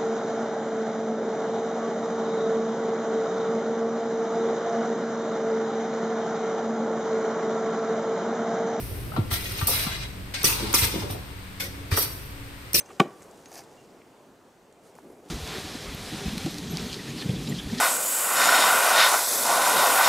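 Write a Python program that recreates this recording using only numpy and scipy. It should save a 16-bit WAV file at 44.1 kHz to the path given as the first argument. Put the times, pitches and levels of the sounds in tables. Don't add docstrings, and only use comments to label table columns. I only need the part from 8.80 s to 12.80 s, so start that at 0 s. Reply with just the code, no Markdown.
import sys
import numpy as np
from scipy import signal
from scipy.fft import rfft, irfft
from scipy.io import wavfile

SR = 44100
rng = np.random.default_rng(int(sys.argv[2]) if len(sys.argv) > 2 else 0)


def materialize(psi):
    bounded = np.clip(np.atleast_2d(psi).T, -1, 1)
    quanta = np.round(bounded * 32767).astype(np.int16)
    wavfile.write(sys.argv[1], SR, quanta)


N = 176400
T = np.arange(N) / SR
FREQS = np.maximum(np.fft.rfftfreq(N, 1 / SR), 1)


def undb(db):
    return 10 ** (np.asarray(db) / 20)


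def unit(x):
    return x / np.sqrt(np.mean(x ** 2))


def across(points, axis=1):
    points = np.array(points, float)
    return np.interp(np.log(FREQS), np.log(points[:, 0]), points[:, axis])


def wander(x, step):
    return np.interp(x / step, np.arange(8192), rng.standard_normal(8192))


def envelope(start, rise, length, fall, sag_db=0):
    t = np.maximum(T - start, 0)
    opening = np.minimum(t / rise, 1)
    sag = undb(-sag_db * np.minimum(t, length))
    closing = np.exp(-np.minimum(np.maximum(t - length, 0) / fall, 60))
    return opening * sag * closing


# (frequency [Hz], likeness [0-1], left minus right [dB])
MICROPHONES = [(30, 0.85, 6), (99, 0.93, -2), (220, 0.91, -0.5), (425, 0.5, 0.5), (900, 0.1, 7),
               (1600, 0, 3), (3400, 0.17, 1.5), (7400, 0, -0.5), (14100, 0.5, 0)]
RIPPLE_ROOT_HZ = 0.55


def noise(colour, ripple_db=0):
    like = np.clip(across(MICROPHONES), -1, 1)
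    mid, side = rfft(rng.standard_normal((2, N))) * np.sqrt([1 + like, 1 - like])
    ripple = ripple_db * wander(np.sqrt(FREQS), RIPPLE_ROOT_HZ)
    gain = undb(across(colour) + ripple)
    return unit(irfft(np.array([mid + side, mid - side]) * gain, N))


def whistle(hz, width_hz):
    drift = np.array([wander(T, 1 / width_hz) + 1j * wander(T, 1 / width_hz) for _ in range(2)])
    carrier = np.exp(2j * np.pi * np.cumsum(hz + 0 * T) / SR)
    return unit((drift * carrier).real)


RIPPLE_DB, RIPPLE_SHIFTS_PER_S = 5.5, 3.5
JET_FLUTTER_DB, JET_FLUTTER_S = 2.5, 0.012


def jet(colour):
    turn = 2 * np.pi * (RIPPLE_SHIFTS_PER_S * T + rng.random())
    air = np.cos(turn) * noise(colour, RIPPLE_DB) + np.sin(turn) * noise(colour, RIPPLE_DB)
    return unit(air * undb(JET_FLUTTER_DB * wander(T, JET_FLUTTER_S)))


# (frequency [Hz], relative level per hertz [dB])
HALL_COLOUR = [(25, 17), (100, -1), (300, 0.5), (500, 4.5), (700, 0), (1000, 4), (2200, 5), (3200, 0.5),
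               (4500, -2), (6800, -10.5), (9000, -2.5), (11200, -23), (12500, -4.5), (15500, -17)]
HALL_DB = -44.5


def hall_wash():
    return noise(HALL_COLOUR) * undb(HALL_DB)


# (frequency [Hz], level [dB])
HUM_TONES = [(65, -52), (95, -52), (188.4, -54.5), (279.9, -53.5)]
HUM_WAVER_HZ = 5


def motor_hum():
    return sum(undb(db) * whistle(hz, HUM_WAVER_HZ)[0] for hz, db in HUM_TONES)


# (time [s], level [dB])
CONVEYOR_LEVEL = [(0, -35), (.6, -35.5), (1.2, -36.5), (1.5, -41), (1.8, -36.5), (2.3, -34), (2.65, -44.5),
                  (3.1, -38.5), (3.4, -40.5), (4, -45.5)]
# (frequency [Hz], relative level per hertz [dB])
RUMBLE_COLOUR = [(20, -18), (35, -18), (50, 6), (70, -2), (100, 3.5), (125, 1), (155, -8), (195, -12.5),
                 (400, -12.5), (800, -25), (3000, -62)]


def conveyor():
    times, levels_db = np.array(CONVEYOR_LEVEL).T
    return noise(RUMBLE_COLOUR) * undb(np.interp(T, times, levels_db))


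# (frequency [Hz], relative level per hertz [dB])
SIZZLE_COLOUR = [(500, -8), (2000, -14), (5800, -0.5), (7100, -13), (8500, 2.5), (10200, 4.5), (11300, -38),
                 (12400, 9), (14000, 1.5), (15500, -9)]
LEAK_HZ, LEAK_WIDTH_HZ = 10300, 100
LEAK_DB, LEAK_WHISTLE_DB, LEAK_SAG_DB_PER_S, LEAK_END_S = -41, -53, 32, 0.54


def air_leak():
    hiss = undb(LEAK_DB) * noise(SIZZLE_COLOUR)
    tone = undb(LEAK_WHISTLE_DB) * whistle(LEAK_HZ, LEAK_WIDTH_HZ)
    return (hiss + tone) * envelope(0, 0.0026, LEAK_END_S, 0.037, LEAK_SAG_DB_PER_S)


# (start [s], end [s], smallest tick level [dB], centre pitch [Hz])
CHATTER_SPELLS = [(0.593, 0.862, -45, 2430), (0.893, 1.199, -48.5, 1127), (1.66, 2.37, -42, 515)]
CHATTER_PER_S, CHATTER_SPAN_DB, CHATTER_RING_S, CHATTER_SPREAD_OCTAVES = 110, 12, 0.0055, 2.124


def chatter():
    out, t = np.zeros((2, N)), T[:SR // 10]
    for first, last, db, centre_hz in CHATTER_SPELLS:
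        span = last - first
        ticks = rng.random(size=(128, 5))[:int(span * CHATTER_PER_S)]
        for when, pitch, size, left, right in ticks:
            hz = centre_hz * 2 ** (CHATTER_SPREAD_OCTAVES * (pitch - 0.5))
            phase = np.array([[left], [right]])
            ring = np.sin(2 * np.pi * (hz * t + phase)) * np.exp(-t / CHATTER_RING_S)
            i = int((first + when * span) * SR)
            out[:, i:i + len(t)] += undb(db + CHATTER_SPAN_DB * size ** 2) * ring
    return out


# (time [s], level [dB], centre pitch [Hz], ring decay [s])
KNOCK_HITS = [(0.111, -40, 441, 0.03), (.32, -31.5, 983, 0.0057), (.337, -37, 1015, 0.023),
              (.365, -25.5, 990, 0.0064), (.372, -33, 529, 0.023), (.377, -20, 268, 0.011),
              (0.656, -31.5, 2694, 0.016), (.786, -33, 3000, 0.014), (.814, -29.5, 1464, 0.0088),
              (.882, -23, 950, 0.0058), (.889, -31, 560.3, 0.026), (1.07, -37.5, 1030, 0.022),
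              (1.641, -25, 374, 0.014), (1.807, -29, 345, 0.0068), (1.823, -29, 285.7, 0.057),
              (1.939, -24, 365, 0.0072), (2.017, -37, 333.3, 0.076), (2.14, -27, 378, 0.013),
              (2.153, -26, 250.3, 0.032), (2.221, -34.5, 954, 0.012), (2.236, -32.5, 399, 0.024),
              (2.348, -35, 493, 0.011), (2.81, -41.5, 400, 0.051), (3.116, -30.5, 1597, .014),
              (3.118, -36, 352.4, 0.075), (3.173, -22, 1250, 0.0083), (3.18, -24.5, 598, 0.0099),
              (3.943, -28, 437, 0.017)]
KNOCK_SPREAD_OCTAVES, KNOCK_APART_HZ = 1.2, 830
STRIKE_RISE_S = 0.00057


def knocks():
    out, t = np.zeros((2, N)), T[:SR // 2]
    for start, db, hz, ring in KNOCK_HITS:
        place, phase, skew = rng.random((3, 6, 1))
        position = (np.arange(len(place))[:, None] + place) / len(place)
        mode_hz = hz * 2 ** (KNOCK_SPREAD_OCTAVES * (position - 0.5))
        apart = (skew - 0.5) * np.minimum(mode_hz / KNOCK_APART_HZ, 1) ** 2 / 2
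        modes = np.sin(2 * np.pi * (mode_hz * t + phase + np.array([apart, -apart]))).sum(axis=1)
        shape = envelope(0, STRIKE_RISE_S, STRIKE_RISE_S, ring)[:len(t)]
        blow = undb(db) * unit(modes * shape) * np.sqrt(np.mean(shape ** 2))
        i = int(start * SR)
        out[:, i:i + len(t)] += blow[:, :N - i]
    return out


# (time [s], level [dB], noise decay [s])
CLACK_HITS = [(.363, -33.5, 0.019), (.513, -32.5, .014), (.814, -32, 0.013), (0.934, -37, 0.018),
              (1.066, -34, 0.032), (1.639, -31.5, .0064), (1.688, -35.5, 0.39), (1.939, -24.5, 0.0088),
              (2.017, -38.5, 0.053), (3.115, -38, 0.025), (3.173, -33.5, 0.034)]
# (frequency [Hz], relative level per hertz [dB])
CLACK_COLOUR = [(300, -3), (650, -12.5), (900, 12), (1400, 5), (2000, -4.5), (4000, 5), (7000, -22),
                (15000, -55)]
# (frequency [Hz], relative level [dB], time to fall 60 dB [s])
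FRAME_MODES = [(397, -7, 0.08), (911, -1, 0.14), (953, -14, 0.11), (1183, 5, 0.12), (1360, 3, 0.13),
               (2060, -9, 0.27)]
FRAME_DB = -5.5


def clacks():
    clack, pushes, out = noise(CLACK_COLOUR), np.zeros((2, N)), 0
    for start, db, ring in CLACK_HITS:
        out = out + undb(db) * clack * envelope(start, STRIKE_RISE_S, STRIKE_RISE_S, ring)
        pushes[:, min(int(start * SR), N - 1)] += undb(db)
    frame = 0
    for hz, db, t60 in FRAME_MODES:
        phase = rng.random((2, 1))
        frame = frame + undb(db - 60 * T / t60) * np.sin(2 * np.pi * (hz * T + phase))
    return out + undb(FRAME_DB) * signal.fftconvolve(pushes, frame, axes=1)[:, :N]


# (time [s], level [dB], starting pitch [Hz], ring decay [s])
THUMP_HITS = [(.386, -16.5, 210, 0.019), (0.52, -23, 104, 0.012), (0.823, -18, 117, 0.011),
              (1.065, -23.5, 293, 0.0053), (2.022, -19.5, 95.5, 0.0097), (2.304, -25, 126, 0.011),
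              (3.12, -16, 111, 0.014)]
THUMP_RISE_S, THUMP_SETTLE_S, BED_HZ = 0.0071, 0.01, 88


def thumps():
    out = 0
    for start, db, hz, ring in THUMP_HITS:
        t = np.maximum(T - start, 0)
        settling = THUMP_SETTLE_S * (1 - np.exp(-t / THUMP_SETTLE_S))
        turns = BED_HZ * t + (hz - BED_HZ) * settling
        heave = np.sqrt(2) * np.sin(2 * np.pi * turns)
        out = out - undb(db) * heave * envelope(start, THUMP_RISE_S, THUMP_RISE_S, ring)
    return out


# (time [s], rise [s], length [s], sag [dB/s], rush level [dB], sizzle level [dB])
VENT_EVENTS = [(0.501, 0.033, 0.055, 77, -26, -25), (0.552, 0.018, 0.298, -9, -41, -41),
               (0.868, 0.0051, 0.0046, 60, -43, -18), (0.877, 0.024, .16, 56, -29.5, -22.5),
               (0.872, 0.063, 0.37, 24, -27.5, -60), (1.537, 0.0063, 0.093, 32, -32.5, -46),
               (1.736, 0.017, 0.3, 18, -34.5, -45), (2.013, 0.0068, 0.023, 80, -23.5, -51),
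               (2.058, 0.016, 0.18, 45, -34, -49), (2.29, 0.021, 0.026, 75, -37.5, -35),
               (2.797, 0.008, 0.056, 230, -25, -30.5), (3.107, 0.013, 0.055, 48, -29, -33.5),
               (3.162, 0.014, 0.068, 100, -51, -20), (3.194, 0.023, 0.066, 68, -33, -45)]
# (frequency [Hz], relative level per hertz [dB])
RUSH_COLOUR = [(200, -6), (600, -2), (1200, 0.5), (2200, 7), (3000, 3.5), (4000, 6.5), (5800, 2),
               (7100, -6), (8600, -0.5), (11000, -22), (15000, -68)]
VENT_FALL_S = 0.025


def vents():
    out = 0
    for start, rise, length, sag_db, rush_db, sizzle_db in VENT_EVENTS:
        air = undb(rush_db) * jet(RUSH_COLOUR) + undb(sizzle_db) * jet(SIZZLE_COLOUR)
        out = out + air * envelope(start, rise, length, VENT_FALL_S, sag_db)
    return out


# (time [s], blast level [dB], following hiss level [dB], hiss length [s])
VALVE_DUMPS = [(1.64, -16, -23, .085), (1.938, -16, -22, .105), (3.941, -15.5, -22, .09)]
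# (frequency [Hz], relative level per hertz [dB])
BLAST_COLOUR = [(200, 3), (450, -1), (680, -13), (1300, -6.5), (2000, 2), (2700, 7.5), (4000, -0.5),
                (5800, 7), (7100, -1.5), (8400, 7.5), (10300, 7.5), (11300, -20.5), (13200, 12),
                (15500, -7)]
BLAST_RISE_S, BLAST_LENGTH_S, BLAST_FALL_S = 0.006, 0.0053, 0.012
FOLLOW_SAG_DB_PER_S, FOLLOW_FALL_S = 16, 0.021
TICK_LEAD_S, TICK_DB, TICK_FALL_S = 0.0094, -21.5, 0.0035
WHISTLE_HZ, WHISTLE_SAG_PER_S, WHISTLE_WIDTH_HZ = 6440, 14, 510
WHISTLE_DB, WHISTLE_LENGTH_S = -0.5, 0.039
SPIT_DB, SPIT_S, WHISTLE_JITTER = -1.5, 0.002, 0.09


def valves():
    tick, out = noise(SIZZLE_COLOUR), 0
    for start, db, follow_db, length in VALVE_DUMPS:
        pressure_fall = -WHISTLE_SAG_PER_S * np.maximum(T - start, 0)
        hz = WHISTLE_HZ * np.exp(pressure_fall + WHISTLE_JITTER * wander(T, SPIT_S))
        spit = unit(undb(SPIT_DB * np.tanh(wander(T, SPIT_S))))
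        blast = undb(db) * spit * envelope(start, BLAST_RISE_S, BLAST_LENGTH_S, BLAST_FALL_S)
        follow_shape = envelope(start + BLAST_LENGTH_S, 0.01, length, FOLLOW_FALL_S, FOLLOW_SAG_DB_PER_S)
        flow = blast + undb(follow_db) * follow_shape
        tick_shape = envelope(start - TICK_LEAD_S, 0.0011, 0.00092, TICK_FALL_S)
        tone_shape = envelope(start, BLAST_RISE_S, WHISTLE_LENGTH_S, TICK_FALL_S, sag_db=330)
        tone = spit * whistle(hz, WHISTLE_WIDTH_HZ) * tone_shape
        out = out + flow * jet(BLAST_COLOUR)
        out = out + undb(TICK_DB) * tick * tick_shape
        out = out + undb(db + WHISTLE_DB) * tone
    return out


ROOM_DB, ROOM_LOW_DB, ROOM_T60_S, ROOM_LONG_T60_S = -7.5, -13, 0.29, 0.84


def room(x):
    parts = [([(150, -50), (400, -1), (4500, -5), (7000, -14)], ROOM_T60_S, ROOM_DB),
             ([(4500, 6.6), (7000, 7.1)], ROOM_LONG_T60_S, ROOM_DB - 9.5),
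             ([(150, 1), (400, -31)], ROOM_T60_S, ROOM_LOW_DB)]
    tail = 0
    for colour, t60, db in parts:
        decay = envelope(0.0008, 0.004, 0.0081, t60 / np.log(1000))
        response = unit(rng.standard_normal((2, N)) * decay) / np.sqrt(N)
        tail = tail + undb(db) * irfft(rfft(response) * undb(across(colour)), N)
    return signal.fftconvolve(x, tail[:, :N // 2], axes=1)[:, :N]


def scene():
    background = hall_wash() + motor_hum() + conveyor() + air_leak()
    machine = chatter() + knocks() + clacks() + vents() + valves()
    sound = background + thumps() + machine + room(machine)
    balance_db = across(MICROPHONES, axis=2)
    side_db = np.repeat([balance_db, -balance_db], 2, axis=1)[:, :N + 1] / 2
    return irfft(rfft(sound, 2 * N) * undb(side_db))[:, :N]


TOP_HZ = 15500


def record(dry):
    low_pass = signal.ellip(8, 0.2, 70, TOP_HZ, fs=SR, output="sos")
    return signal.sosfilt(low_pass, dry)


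dry = scene()
out = record(dry)
materialize(out)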